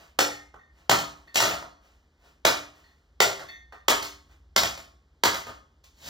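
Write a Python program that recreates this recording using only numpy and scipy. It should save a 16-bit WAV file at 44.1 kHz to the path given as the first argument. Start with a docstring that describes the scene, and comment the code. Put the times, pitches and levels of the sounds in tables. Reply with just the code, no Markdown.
"""Smashing a fan in a shed

A claw hammer smashes a ceiling fan that lies on the concrete floor of a small cluttered shed.
Each blow cracks, rings the motor housing and shakes loose parts; the fan is kicked once, skids and
rocks back. A loose steel part tinks, shoes scuff the grit, and a low hum throbs under short,
hard echoes."""
import sys
import numpy as np
from scipy import signal
from scipy.fft import rfft, irfft, next_fast_len
from scipy.io import wavfile

SR = 44100
rng = np.random.default_rng(int(sys.argv[2]) if len(sys.argv) > 2 else 0)


def dump(signal):
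    """Clip the signal to [-1, 1] and save it as 16-bit WAV at the path in sys.argv[1]."""
    limited = np.clip(np.atleast_2d(signal).T, -1, 1)
    pcm = np.round(limited * 32767).astype(np.int16)
    wavfile.write(sys.argv[1], SR, pcm)


N = 268701
SIZE = 32768  # samples in a one-shot
T, HZ = np.arange(SIZE) / SR, np.arange(SIZE // 2 + 1) * SR / SIZE
MIDDLE_S = T[SIZE // 2]


def amp(db):
    """Decibels to gain."""
    return 10 ** (np.asarray(db) / 20)


def curve(points, hz):
    """Read breakpoints of (frequency, value) on a log-frequency axis."""
    freqs, values = np.transpose(points)
    return np.interp(np.log(hz + 1e-3), np.log(freqs), values)


def unit(x):
    """Scale to energy 1."""
    return x / np.sqrt(np.sum(x ** 2))


def eq(x, db):
    """Minimum-phase EQ with the given dB at each frequency: no ring ahead of the attack."""
    cepstrum = irfft(db * np.log(10) / 20)
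    cepstrum[1:SIZE // 2] *= 2
    cepstrum[SIZE // 2 + 1:] = 0
    return irfft(rfft(x) * np.exp(rfft(cepstrum)))


def add(track, s, x):
    """Mix x into the track at time s."""
    start = int(s * SR)
    x = x[max(-start, 0):max(len(track) - start, 0)]
    start = max(start, 0)
    track[start:start + len(x)] += x


# air noise: (frequency [Hz], relative level [dB])
AIR_SPECTRUM = [(20, -27.5), (45, 0), (65, 4.5), (100, -16), (140, -14), (280, -13.5), (600, -22),
                (2000, -28), (5000, -33.5), (9000, -41.5), (15000, -52.5)]
# hum tones: (frequency [Hz], rms level before the swell [dB])
HUM_TONES = [(59.2, -65.5), (77.5, -69.5), (143, -79.5)]
# the hum's swell: (time [s], gain [dB])
HUM_FADER = [(0, -2), (.7, 1.5), (2, -2.5), (3.1, -1.5), (3.8, 2), (4.5, 6), (5.1, 0.5), (6, 0)]

def room_tone():
    """The bed: low tones waver and beat against each other over faint air noise."""
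    t = np.arange(N) / SR
    air = irfft(rfft(rng.standard_normal(N)) * amp(curve(AIR_SPECTRUM, np.fft.rfftfreq(N, 1 / SR))), N)
    hum = 0
    for hz, db in HUM_TONES:
        drift = np.interp(t, np.linspace(0, t[-1], 40), np.cumsum(rng.standard_normal(40)))
        hum += amp(db) * np.sqrt(2) * np.sin(2 * np.pi * hz * t + .33 * drift)
    swell = amp(np.interp(t, *np.transpose(HUM_FADER)))
    return amp(-65) * unit(air) * np.sqrt(N) + hum * swell


# tone of a hard contact on metal or concrete: (frequency [Hz], level [dB])
CONTACT_SPECTRUM = [(35, -24.5), (70, -6), (120, -7), (180, -1), (300, 1), (650, 8), (1200, 5.5), (1700, 3),
                    (2500, 5), (4200, -0.5), (7000, -3), (10000, -8.5), (15500, -14)]

def contact_tone(bass_db, treble_db):
    """The contact's EQ curve in dB, with a low and a high shelf."""
    low_shelf = bass_db * curve([(130, 1), (400, 0)], HZ)
    high_shelf = treble_db * curve([(1300, 0), (4000, 1)], HZ)
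    return curve(CONTACT_SPECTRUM, HZ) + low_shelf + high_shelf


def grains(envelope, per_s, scatter_db):
    """Many tiny contacts of uneven size."""
    sizes = amp(scatter_db * np.minimum(rng.exponential(size=SIZE), 4)) * rng.choice([-1, 1], SIZE)
    touches = rng.random(SIZE) < per_s / SR
    return unit(envelope * sizes * touches + 1e-12)


def crunch(rise_s, fall_s, bass_db, treble_db):
    """A grainy burst, swelling to a peak at MIDDLE_S and dying away."""
    t = T - MIDDLE_S
    envelope = np.exp(np.minimum(t / rise_s, -t / fall_s))
    burst = grains(envelope, per_s=5000, scatter_db=1.2)
    return eq(burst, contact_tone(bass_db, treble_db)) * np.sqrt(np.sum(envelope ** 2))


# shoe scuffs: (peak time [s], level [dB], fall [s])
SCUFF_CUES = [(0, -49, .046), (.788, -60.5, .06), (1.142, -63, .2), (1.851, -61, .09), (2.259, -57, .047),
              (2.759, -58.5, .12), (4.32, -59, .025)]

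def shoes():
    """Soles shuffle on the grit between blows."""
    out = np.zeros(N)
    for s, db, fall_s in SCUFF_CUES:
        add(out, s - MIDDLE_S, amp(db) * crunch(rise_s=.035, fall_s=fall_s, bass_db=6, treble_db=-2.5))
    return out


# reverb time: (frequency [Hz], t60 [s])
SHED_DECAY = [(100, 0.56), (300, 0.37), (700, 0.24), (1500, 0.58), (4000, 0.17), (8000, 0.47),
              (15000, 0.29)]
# reverb width: (frequency [Hz], side share of the power [0-1])
SHED_WIDTH = [(150, .01), (300, .12), (550, .45), (1200, .3), (1900, .08), (2550, .02), (4100, .01),
              (7000, .07), (9800, .01), (13000, .05)]

def shed(x):
    """Stereo reverb: near walls slap back after a short gap, then the echoes fade."""
    centres = np.geomspace(60, 16000, 7)
    noise = rfft(rng.standard_normal((2, SIZE)))
    tail = 0
    for centre, weights in zip(centres, np.eye(len(centres))):
        band = irfft(noise * curve(np.c_[centres, weights], HZ))
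        tail += band * amp(-60 * T / curve(SHED_DECAY, centre))
    build_up = .25 + .75 / (1 + np.exp((.0125 - T) / .002))
    near_walls = 1 + 1.8 * np.exp(-T / .01)
    tail = unit(tail * build_up * near_walls) * np.sqrt(2)
    width = np.clip(curve(SHED_WIDTH, HZ), 0, .5)
    mid, side = irfft(rfft(tail) * np.sqrt([1 - width, width])) * (T < T[-1] * .9)
    return signal.fftconvolve(x[None], np.array([mid + side, mid - side]), axes=1)[:, :len(x)]


def crack(spread_s):
    """The transient: bending waves leave the sheet at a different moment in every band."""
    delay = np.interp(HZ, np.linspace(0, SR / 2, 160), spread_s * rng.random(160))
    return irfft(np.exp(-2j * np.pi * np.cumsum(delay) * HZ[1])) * (T < 2 * spread_s)


def ring(modes, push):
    """Damped modes driven by a push; each contact point weights and detunes them a little."""
    hz, db, t60 = np.transpose(modes)[:, :, None]
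    weight, detune, phase = rng.standard_normal((3, len(hz), 1))
    waves = np.sin(2 * np.pi * (hz * (1 + .0018 * detune) * T + phase)) * amp(-60 * T / t60)
    response = sum(gain * unit(wave) for gain, wave in zip(amp(db + 2.2 * weight), waves))
    return signal.fftconvolve(push, response)[:SIZE]


# modes of the motor housing and blades: (frequency [Hz], level [dB], t60 [s])
HOUSING_MODES = [(118, -10.5, 0.17), (293.8, -8, .5), (392.6, -9.5, 0.49), (492.4, -9.5, .45),
                 (547, -4.5, 0.13), (584, -6.5, 0.12), (665, -1, 0.3), (726, -8, 0.45), (907.6, 0, 0.12),
                 (1098, -11.5, 0.66), (1250, -1.5, 0.36), (1372, 0, 0.17), (1863, -4, .2),
                 (3350, -11.5, .3), (4040, -11, 0.24), (4374, -9.5, .25), (5001, -12.5, 0.098),
                 (6050, -13, .3), (5900, -22, 0.34)]

def housing(push, tone_db, ring_db):
    """The fan's clang: short, crowded modes of crumpled sheet ripple the tone, and the body rings on."""
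    ripple = np.interp(HZ, np.linspace(0, SR / 2, 256), rng.uniform(-1, 1, 256))
    depth_db = np.interp(HZ, [600, 2500], [1, 5])
    return eq(push, tone_db + ripple * depth_db) + amp(ring_db) * ring(HOUSING_MODES, push)


# EQ that makes the dry hit fuller than its echoes: (frequency [Hz], gain [dB])
DIRECT_EQ = [(120, 0), (450, 1.5), (1500, 2), (5000, 1), (13000, -1)]

def strike(bass_db, treble_db, note1_hz, note2_hz, note1_db, reverb_db):
    """The housing buckles with two panel notes; the fan jumps, so each hit has its own echoes."""
    snap = crack(spread_s=.005)
    chatter = grains((1 - np.exp(-T / .004)) * np.exp(-T / .0093), per_s=2500, scatter_db=1.1)
    tone_db = contact_tone(bass_db, treble_db)
    for note_hz, boost_db in [(note1_hz, note1_db), (note2_hz, 4.5)]:
        half_width_hz = 30 + .047 * note_hz
        tone_db += boost_db / (1 + ((HZ - note_hz) / half_width_hz) ** 2)
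    hit = housing(snap + amp(-10) * chatter, tone_db, ring_db=-21)
    return eq(hit, curve(DIRECT_EQ, HZ)) + amp(reverb_db) * shed(hit)


def knock(bass_db, treble_db, chatter_db):
    """The fan hits the concrete with a crack and a skitter."""
    snap = crack(spread_s=.006)
    chatter = grains(np.exp(-T / .017), per_s=1800, scatter_db=1.5)
    return housing(snap + amp(chatter_db) * chatter, contact_tone(bass_db, treble_db), ring_db=-18.5)


# hammer blows: (time [s], level [dB], bass [dB], treble [dB], panel note 1 [Hz], panel note 2 [Hz],
# note 1 boost [dB], floor slam relative to the blow [dB])
BLOW_CUES = [(0.1886, 9.5, -4, 1.5, 770, 1500, 3, -14), (0.8948, 10.3, 4, 1, 793, 1820, 10, 1),
             (2.4499, 11.5, -2, 1, 643, 1400, 9, -8), (3.2022, 12, -6, 1.5, 560, 1960, 3.5, -20),
             (3.8818, 10, -7, 1.5, 522, 1080, 4, -2), (4.5615, 8.3, 5, 4, 593, 5150, 1.5, -18),
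             (5.2354, 9.3, 0, 1, 297.5, 4600, 5, 0)]

def hammer():
    """The hero hits: steel comes down on the housing, in stereo with reverb."""
    out = np.zeros((2, N))
    for s, db, *shape, _ in BLOW_CUES:
        for channel, hit in zip(out, strike(*shape, reverb_db=4.3)):
            add(channel, s, amp(db) * hit)
    return out


def slams(delay_s=.018):
    """Each blow drives the housing against the concrete a moment later."""
    out = np.zeros(N)
    for s, db, *_, slam_db in BLOW_CUES:
        add(out, s + delay_s, amp(db + slam_db) * knock(bass_db=-2, treble_db=-4, chatter_db=-6))
    return out


# modes of the loose steel part: (frequency [Hz], level [dB], t60 [s])
STEEL_MODES = [(1832, -1, .25), (1925, -6, .2), (2110, -8, .3), (2620, -13, .2), (3413, -12, .3),
               (3560, -8, .15), (3640, -7, .22), (4156, -12, .18), (4409, -5, .17), (6132, -14, .2)]
# its tinks: (time [s], level [dB], treble [dB])
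TINK_CUES = [(.315, -18, -12.5), (.587, -36, -11), (1.274, -35, -6), (2.84, -41, -3), (3.486, -18.5, -6),
             (3.722, -31.5, -6.5)]

def tinks():
    """Light touches on ringing steel; the loose part keeps rocking, so its ring flutters."""
    out = np.zeros(N)
    for s, db, treble_db in TINK_CUES:
        push = crack(spread_s=.0027) + amp(2) * grains(np.exp(-T / .035), per_s=900, scatter_db=2)
        flutter_db = np.interp(T, np.linspace(0, T[-1], 90), 4 * rng.standard_normal(90))
        metal = ring(STEEL_MODES, push) * amp(flutter_db) + amp(-13) * push
        add(out, s, amp(db) * eq(metal, curve([(2100, 0), (3600, treble_db)], HZ)))
    return out


# short ticks: (time [s], level [dB], fall [s], bass [dB], treble [dB])
TICK_CUES = [(.5435, -36, .004, 8, -19), (1.274, -49, .008, 0, -10), (1.346, -38, .006, -2, 14),
             (3.7245, -36.5, .013, 0, -16), (5.841, -57.5, .015, -20, 10.5)]

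def ticks(rise_s=.0015):
    """Short dry ticks, dull or bright, some with the steel tinks or just before the kick."""
    out = np.zeros(N)
    for s, db, *shape in TICK_CUES:
        add(out, s - MIDDLE_S, amp(db) * crunch(rise_s, *shape))
    return out


# landings, flat or skittering: (time [s], level [dB], treble [dB], chatter [dB])
LANDING_CUES = [(.985, -8, 5, -2), (1.6235, -9.5, -17, -10), (3.295, -10.5, -10, 2), (3.394, -19, -8, 12),
                (4.025, -17, 8, 7), (4.6325, 4.5, 1, -8), (4.775, -20, 3, 2), (5.343, -8.5, 3, 3),
                (5.468, -14.5, -8, 8)]

def landings(hop_s=.024, hop_shrink=.7, hop_loss_db=11, bass_db=5):
    """The fan drops on its rim (dull) or a blade (bright) and settles in shorter, weaker hops."""
    out = np.zeros(N)
    for s, db, treble_db, chatter_db in LANDING_CUES:
        for hop in range(3):
            add(out, s, amp(db - hop * hop_loss_db) * knock(bass_db, treble_db, chatter_db))
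            s += hop_s * hop_shrink ** hop
    return out


def kick(at_s=1.3556):
    """A shoe hits the housing: lighter, brighter and wetter than the hammer."""
    out = np.zeros((2, N))
    pair = strike(bass_db=0, treble_db=7.5, note1_hz=673, note2_hz=2540, note1_db=5, reverb_db=8)
    for channel, hit in zip(out, pair):
        add(channel, at_s, hit)
    return out


def skid(start_s=1.402, gap_s=.026, jitter_s=.003):
    """The kicked fan's rim catches at uneven intervals; as it slows, the knocks weaken and deepen."""
    out = np.zeros(N)
    for k in range(6):
        s = k * gap_s + min(k, 1) * jitter_s * rng.standard_normal()
        catch = knock(bass_db=-7 + 150 * s, treble_db=3 - 55 * s, chatter_db=3)
        add(out, start_s + s, amp(3 - 100 * s) * catch)
    return out


def drag(peak_s=6.088):
    """A hand starts to drag the fan round over the grit."""
    out = np.zeros(N)
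    add(out, peak_s - MIDDLE_S, amp(-41) * crunch(rise_s=.034, fall_s=.02, bass_db=18, treble_db=9))
    return out


def scene():
    """The mix: small sounds share one reverb; the hammer and the kick bring their own."""
    foley = slams() + skid() + landings() + tinks() + shoes() + ticks() + drag()
    return foley + amp(1) * shed(foley) + room_tone() + hammer() + kick()


# stereo phase: (frequency [Hz], lag of the left channel [rad])
STEREO_LAG = [(0, 0), (1200, 0), (2250, 2.25), (2550, np.pi), (3200, 5.4), (3800, 6.15), (4700, 6.45),
              (7000, 7.7), (9000, 9.2), (10900, 9.7), (13600, 12.4), (16000, 12.7)]
# stereo balance: (frequency [Hz], left minus right [dB])
STEREO_BALANCE = [(200, 0), (400, 2), (600, 3.5), (850, 0), (1200, -3.5), (2000, 0)]

def record(dry):
    """The stereo pair shifts phase and balance by frequency, rounds the peaks and cuts the top."""
    size = next_fast_len(N + SIZE)
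    hz = np.arange(size // 2 + 1) * SR / size
    lag = np.interp(hz, *np.transpose(STEREO_LAG))
    left = amp(curve(STEREO_BALANCE, hz) / 2) * np.exp(-.5j * lag)
    pair = irfft(rfft(dry, size) * np.array([left, 1 / left]), size)[:, :N]
    high_cut = signal.ellip(10, .2, 70, 15800, fs=SR, output="sos")
    return signal.sosfilt(high_cut, np.tanh(1.1 * pair) / 1.1)


dry = scene()
out = record(dry)
dump(out)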